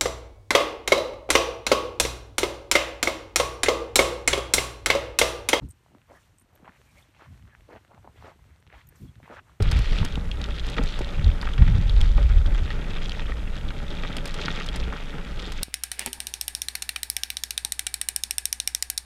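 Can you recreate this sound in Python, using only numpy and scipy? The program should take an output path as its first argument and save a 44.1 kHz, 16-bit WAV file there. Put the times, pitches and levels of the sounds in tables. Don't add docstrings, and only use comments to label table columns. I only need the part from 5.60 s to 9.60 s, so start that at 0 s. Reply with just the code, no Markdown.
import sys
import numpy as np
from scipy import signal
from scipy.io import wavfile
from scipy.ndimage import uniform_filter1d

SR = 44100
rng = np.random.default_rng(int(sys.argv[2]) if len(sys.argv) > 2 else 0)


def ratio(d):
    e = np.asarray(d, float) / 20
    return 10 ** e


def master_out(mix):
    frames = np.transpose(np.atleast_2d(mix))
    ceiling = np.clip(frames, -1, 1)
    pcm = np.round(ceiling * 32767).astype(np.int16)
    wavfile.write(sys.argv[1], SR, pcm)


N = 176400


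def rms_one(x):
    return x / np.sqrt(np.mean(x ** 2) + 1e-20)


def band(x, low_hz, high_hz):
    edges = [low_hz, min(high_hz, .45 * SR)]
    return signal.sosfilt(signal.butter(2, edges, "band", fs=SR, output="sos"), x)


def drift(rate_hz):
    r = np.exp(-80 * np.pi * rate_hz / SR)
    noise = rng.standard_normal(N // 40 + 2002)
    slow = signal.lfilter([1], [1, -2 * r, r * r], noise)[2000:]
    return np.interp(np.arange(N) / 40, np.arange(len(slow)), rms_one(slow))


def ring(clicks, hz, t60):
    r, w = ratio(-60 / (t60 * SR)), 2 * np.pi * hz / SR
    return signal.lfilter([0, np.sin(w)], [1, -2 * r * np.cos(w), r * r], clicks + 1e-18)


def press(start, length):
    press_share, lift_share = .42, .55
    span = np.arange(int(max(start, 0) * SR), min(int((start + length) * SR), N))
    u = (span / SR - start) / length
    shape = np.clip(np.minimum(u / press_share, (1 - u) / lift_share), 0, 1)
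    return span, u, np.sin(np.pi / 2 * shape) ** 2


def hush():
    # (frequency [Hz], density [dB per Hz])
    spectrum = [(88, -31), (150, -7.5), (416, -17.5), (787, -12.5), (1800, -14), (4290, -22), (4910, -24),
                (9270, -26), (15000, -36)]
    level_total_db, patchy_db = -68, .7
    out, together = 0, drift(3)
    edges = 140 * 2 ** np.arange(0, 7.1, .5)
    white, (hz, db) = rng.standard_normal((2, N)), np.transpose(spectrum)
    for k, (low, high) in enumerate(zip(edges, edges[1:])):
        centre = min(np.log(low * high) / 2, np.log(13000))
        level_db = np.interp(centre, np.log(hz), db)
        flicker_db = patchy_db * (2.15 * together + drift(39))
        out = out + ratio(level_db + flicker_db) * band(white[k % 2], low, high)
    return ratio(level_total_db) * rms_one(out)


def wind():
    # (time [s], level [dB])
    breeze_path = [
        (0.0, -65),
        (3.68, -58.5),
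        (4.0, -64),
    ]
    # (start [s], length [s], level [dB], top frequency [Hz])
    gust_rows = [(0, 0.09, -33, 183), (.07, 0.051, -41.5, 107), (.46, 0.094, -58, 83),
                 (1.3, 0.11, -60.5, 110), (1.64, 0.16, -44, 112), (1.77, 0.14, -47, 126),
                 (1.962, 0.088, -52.5, 76), (2.12, 0.081, -53, 91), (2.34, 0.14, -51.5, 120),
                 (2.53, 0.18, -49.5, 112), (2.73, 0.079, -58.5, 103), (2.8, 0.045, -48, 89),
                 (2.89, 0.073, -50.5, 77), (3.05, 0.048, -50.5, 125), (3.12, 0.082, -47, 76),
                 (3.24, 0.077, -54, 85.5), (3.39, 0.1, -39, 185), (3.47, 0.052, -44, 117),
                 (3.55, 0.055, -46, 132), (3.62, 0.036, -47.5, 213), (3.72, .11, -51, 82),
                 (3.86, 0.12, -54, 88)]
    gust_low_hz, even_s = 47.7, .024
    white = rng.standard_normal((3, N + SR))
    s, path_db = np.transpose(breeze_path)
    breeze_db = np.interp(np.arange(N) / SR, s, path_db) + 2 * drift(6.0)
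    breeze = ratio(breeze_db) * rms_one(band(white[0], 49, 128.4)[SR:])
    gusts = np.zeros(N)
    for k, (start, length, level_db, top_hz) in enumerate(gust_rows):
        span, u, shape = press(start, length)
        top_hz = max(top_hz, 1.3 * gust_low_hz)
        noise = white[1 + k % 2, span[0]:span[-1] + 1 + SR // 2]
        puff = band(band(noise, gust_low_hz, top_hz), 24, 2.18 * top_hz)
        puff = puff / np.sqrt(uniform_filter1d(puff ** 2, size=int(even_s * SR)) + 1e-12)
        gusts[span] += ratio(level_db) * shape * puff[SR // 2:]
    return breeze + band(gusts, 37.5, 485)


def tags():
    # (time [s], peak [dB], pitch struck most [Hz])
    touches = [(0.0882, -48.5, 8560), (0.092, -48, 12600), (0.0954, -55, 8930), (0.1033, -49, 8550),
               (0.108, -43, 8540), (0.1113, -40, 8730), (0.1204, -49, 8400), (0.237, -65, 8500),
               (0.779, -66, 8900), (0.785, -45, 7950), (0.7973, -50, 8900), (0.801, -55, 12250),
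               (0.811, -46, 9900), (0.82, -52, 9000), (0.9314, -66, 12000), (0.9532, -49.5, 11900),
               (0.9574, -54, 12000), (3.002, -61, 8960), (3.2703, -45, 6690), (3.2704, -52, 11200),
               (3.2724, -51, 13700), (3.2888, -39.5, 14000), (3.29, -46.5, 9300), (3.296, -54, 9700),
               (3.358, -47.5, 7460)]
    # (frequency [Hz], level [dB])
    modes = [(6700, -7), (7450, -5), (7900, -6), (8350, -1), (8550, -4), (8920, 0), (9450, -3), (11200, -7),
             (11900, -3), (12250, -1), (13000, -9), (13680, 1)]
    t60_s, tick_db, trim_db = .018, -20, -3.5
    fall_db_oct, far_db, scatter_db = 71, 24, 2.5
    s, level_db, struck = np.transpose(touches)
    at, scatter = (s * SR).astype(int), rng.standard_normal((len(s), len(modes)))
    tick = np.zeros(N)
    tick[at] = ratio(level_db + tick_db)
    out = 2 * band(tick, 7500, 11000)
    for k, (hz, mode_db) in enumerate(modes):
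        clicks = np.zeros(N)
        off_db = np.minimum(fall_db_oct * np.abs(np.log2(hz / struck)), far_db)
        uneven_db = scatter_db * scatter[:, k] * (off_db > 2)
        clicks[at] = ratio(level_db + trim_db + mode_db - off_db + uneven_db)
        out += ring(clicks, hz, t60_s)
    return band(out, 5000, SR)


def ticks():
    # (time [s], peak [dB])
    claw_hits = [(0.384, -49), (0.417, -48), (0.961, -48), (0.976, -53), (1.026, -57.5), (1.216, -44.5),
                 (1.356, -49), (1.777, -50), (1.825, -49), (1.796, -50), (1.854, -56), (1.877, -47),
                 (2.008, -47), (2.249, -45), (2.279, -52), (2.347, -44), (2.429, -53), (2.842, -51),
                 (2.961, -48), (3.026, -47), (3.067, -43), (3.506, -58), (3.556, -45.5)]
    out, t = np.zeros(N + 512), np.arange(512) / SR
    for s, level_db in claw_hits:
        grit = .4 * rng.standard_normal(len(t)) * np.exp(-t / .001)
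        burst = band((t == 0) * 2 + grit, 400, 2600)
        i = int(s * SR)
        out[i:i + len(t)] += ratio(level_db) * burst / np.abs(burst).max()
    return out[:N]


def squeaks():
    # (start [s], length [s], level [dB], pitch [Hz])
    rubs = [
        (0.534, 0.066, -57.5, 1800),
        (1.245, 0.1, -66, 2320),
        (1.348, 0.07, -59, 2170),
        (1.377, 0.034, -71, 4460),
        (1.413, 0.034, -65, 3490),
        (1.916, 0.051, -57.5, 1690),
        (3.46, 0.055, -68, 3300),
    ]
    half_width = .05
    out, rub = np.zeros(N), rng.standard_normal(N) * ratio(2 * drift(61))
    for start, length, level_db, hz in rubs:
        span, u, shape = press(start, length)
        squeak = band(rub[span], hz * (1 - half_width), hz * (1 + half_width))
        out[span] += ratio(level_db) * shape * rms_one(squeak)
    return out


def snap(hz):
    cycles, edge_db, edge_s = 4.5, -17, .002
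    t = np.arange(1024) / SR
    edge = band(rng.standard_normal(1024), hz, 2.37 * hz) * np.exp(-t / edge_s)
    onset = np.minimum(t * hz, 1)
    body = np.sin(2 * np.pi * hz * t) * onset * ratio(10 - 60 * t * hz / cycles)
    return body + ratio(edge_db) * edge / np.abs(edge).max()


def snaps():
    # (time [s], peak [dB], pitch [Hz])
    single = [(0.262, -45.5, 810), (0.349, -41, 940), (0.5105, -39, 570), (1.046, -45, 1200),
              (1.069, -40, 840), (1.595, -41, 1040), (1.95, -35, 1630), (2.0895, -36.5, 513),
              (2.317, -41, 930), (2.332, -45, 750), (2.378, -40, 750), (2.475, -32, 824),
              (2.6245, -34.5, 950), (3.126, -44, 557), (3.127, -36, 1900), (3.601, -40.5, 670),
              (3.63, -39, 1810), (3.678, -35, 910), (3.699, -35.5, 644), (3.776, -38.5, 960)]
    # (time [s], peak [dB], pitch [Hz])
    cracks = [(0.514, -43.5, 580), (0.518, -39, 620), (0.54, -43, 1100), (1.078, -33.5, 850),
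              (1.0845, -52, 1030), (1.094, -40, 1500), (1.121, -43, 1900), (1.604, -45, 795),
              (1.612, -38, 1340), (1.621, -39.5, 790), (1.66, -46, 980), (2.106, -45, 487),
              (2.11, -47, 517), (2.127, -53, 750), (2.135, -37, 555), (2.152, -40, 850), (2.161, -34, 640),
              (2.167, -43, 596), (2.445, -39, 760), (2.452, -45, 734), (2.636, -47, 820),
              (2.645, -36.5, 520), (2.651, -50, 1000), (2.656, -42, 480), (2.677, -56, 754),
              (2.717, -41, 824), (3.075, -41, 2800), (3.102, -40, 1750), (3.138, -57, 990),
              (3.16, -51, 1300), (3.167, -52, 920), (3.193, -50, 1210), (3.215, -43, 1900),
              (3.657, -45, 740), (3.714, -40, 497), (3.723, -53, 600), (3.734, -37.5, 900),
              (3.76, -48, 2480)]
    # (time [s], peak [dB], pitch [Hz])
    thuds = [(.35, -42.5, 238), (.82, -52.5, 233), (1.0, -47.5, 316), (1.027, -39, 192), (1.09, -41, 173),
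             (1.62, -47, 324), (2.152, -40.5, 200), (2.165, -44, 204), (2.34, -45.5, 200),
             (2.476, -45, 203), (2.6, -50, 225), (2.636, -51, 250), (3.7, -40, 210)]
    patter_per_s, patter_db, patter_hz = 70, -61, 760
    out = np.zeros(N + 1024)
    small = []
    for a, b, c in rng.random((4 * patter_per_s, 3)):
        small.append((4 * a, patter_db - 3.5 * np.log(b + .03), patter_hz * 2 ** (3.4 * (c - .5))))
    for s, level_db, hz in list(single) + list(cracks) + list(thuds) + small:
        i = min(int(s * SR), N - 1)
        out[i:i + 1024] += ratio(level_db) * snap(hz)
    return band(out[:N], 180, 6100)


def grains(per_s, spread_db, pitches):
    cycles, patch_db = 10.0, 3
    sizes = ratio(spread_db * np.minimum(rng.exponential(1, N), 3.5)) * rng.choice([-1, 1], N)
    born, dealt = rng.random(N) < per_s / SR, rng.integers(0, len(pitches), N)
    rows = []
    for k, hz in enumerate(pitches):
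        rung = ring(sizes * born * (dealt == k), hz, cycles / hz)
        rows.append(rms_one(band(rung, hz / 2, 1.93 * hz) * ratio(patch_db * drift(27.0))))
    return np.array(rows)


def crushed(rows, rings, pitches, below_db, above_db, roll):
    out = np.zeros(N)
    for start, length, level_db, hz in rows:
        span, u, shape = press(start, length)
        off = np.log2(pitches[:, None] / hz) - roll * (u - .5)
        weight = ratio(np.where(off > 0, -above_db * off, below_db * off))
        weight = weight / np.sqrt(np.sum(weight ** 2, axis=0))
        out[span] += ratio(level_db) * shape * np.sum(weight * rings[:, span], axis=0)
    return out


def footfalls():
    # (start [s], length [s], level [dB], grain pitch [Hz])
    falls = [(.004, 0.042, -56, 850), (.29, 0.13, -57.5, 328), (.47, 0.13, -54.5, 520),
             (.47, 0.064, -61.5, 1560), (.54, 0.075, -63, 1450), (1.04, 0.03, -53, 1240),
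             (1.058, 0.059, -49.5, 1570), (1.53, 0.071, -60, 2480), (1.58, 0.082, -49.5, 1220),
             (1.63, 0.068, -56.5, 1520), (2.07, 0.13, -47.5, 630), (2.07, 0.18, -61, 1800),
             (2.27, 0.15, -57.5, 820), (2.43, 0.053, -55.5, 684), (2.47, 0.05, -59, 736),
             (2.625, 0.083, -48.5, 664), (2.66, 0.11, -55.5, 960), (2.6, .1, -57, 2020),
             (2.82, 0.21, -70.5, 2050), (3.06, 0.22, -59, 2020), (3.12, 0.072, -55, 790),
             (3.62, 0.074, -53.5, 2100), (3.65, 0.11, -55, 1450), (3.69, 0.059, -48, 520),
             (3.7, 0.083, -51, 1280), (3.75, 0.063, -47.5, 1490), (3.83, 0.16, -65, 1140),
             (1.1, 0.11, -62, 2170), (1.86, 0.14, -62, 1780), (2.54, 0.09, -59.5, 2500),
             (3.28, 0.14, -65.5, 1780), (.8, 0.43, -64, 690)]
    # (start [s], length [s], level [dB], grain pitch [Hz])
    drags = [(0, 0.1, -65.5, 6050), (.4, 0.41, -67, 8600), (1.26, 0.45, -70.5, 3000),
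             (1.33, 0.14, -66.5, 9300), (1.08, 0.44, -70, 9500), (2.07, .14, -66, 4540),
             (1.52, 0.2, -65.5, 3480), (2.55, 0.24, -60, 3570), (3.1, 0.17, -61.5, 3700),
             (3.31, 0.23, -65, 11800), (3.68, 0.15, -62, 4850)]
    crust_top_hz = 2800
    low, high = np.geomspace(200, 5000, 16), np.geomspace(600, 15000, 14)
    crunch = crushed(falls, grains(5000, 2.6, low), low, below_db=10, above_db=9, roll=.2)
    scuff = crushed(drags, grains(40000, 2.5, high), high, below_db=1, above_db=9, roll=0)
    clumped = crunch * ratio(1.5 * drift(34))
    return band(band(clumped, 72, crust_top_hz), 81, 1.63 * crust_top_hz) + scuff


def scene():
    background = hush() + wind()
    dogs = tags() + ticks()
    snow = squeaks() + snaps() + footfalls()
    return (background + dogs + snow)[None, :]


def low_pass(x):
    return signal.sosfilt(signal.butter(12, 15400, fs=SR, output="sos"), x)


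def record(dry):
    # (centre [Hz], width [Hz], depth [0-1])
    port_dips = [(4890, 1180, 0.2), (10470, 1300, 0.33)]
    for hz, width_hz, depth in port_dips:
        dry = dry - depth * band(dry, hz - width_hz / 2, hz + width_hz / 2)
    mix = signal.sosfilt(signal.ellip(10, .5, 60, 15380, fs=SR, output="sos"), dry)
    return low_pass(mix)


dry = scene()
out = record(dry)
master_out(out)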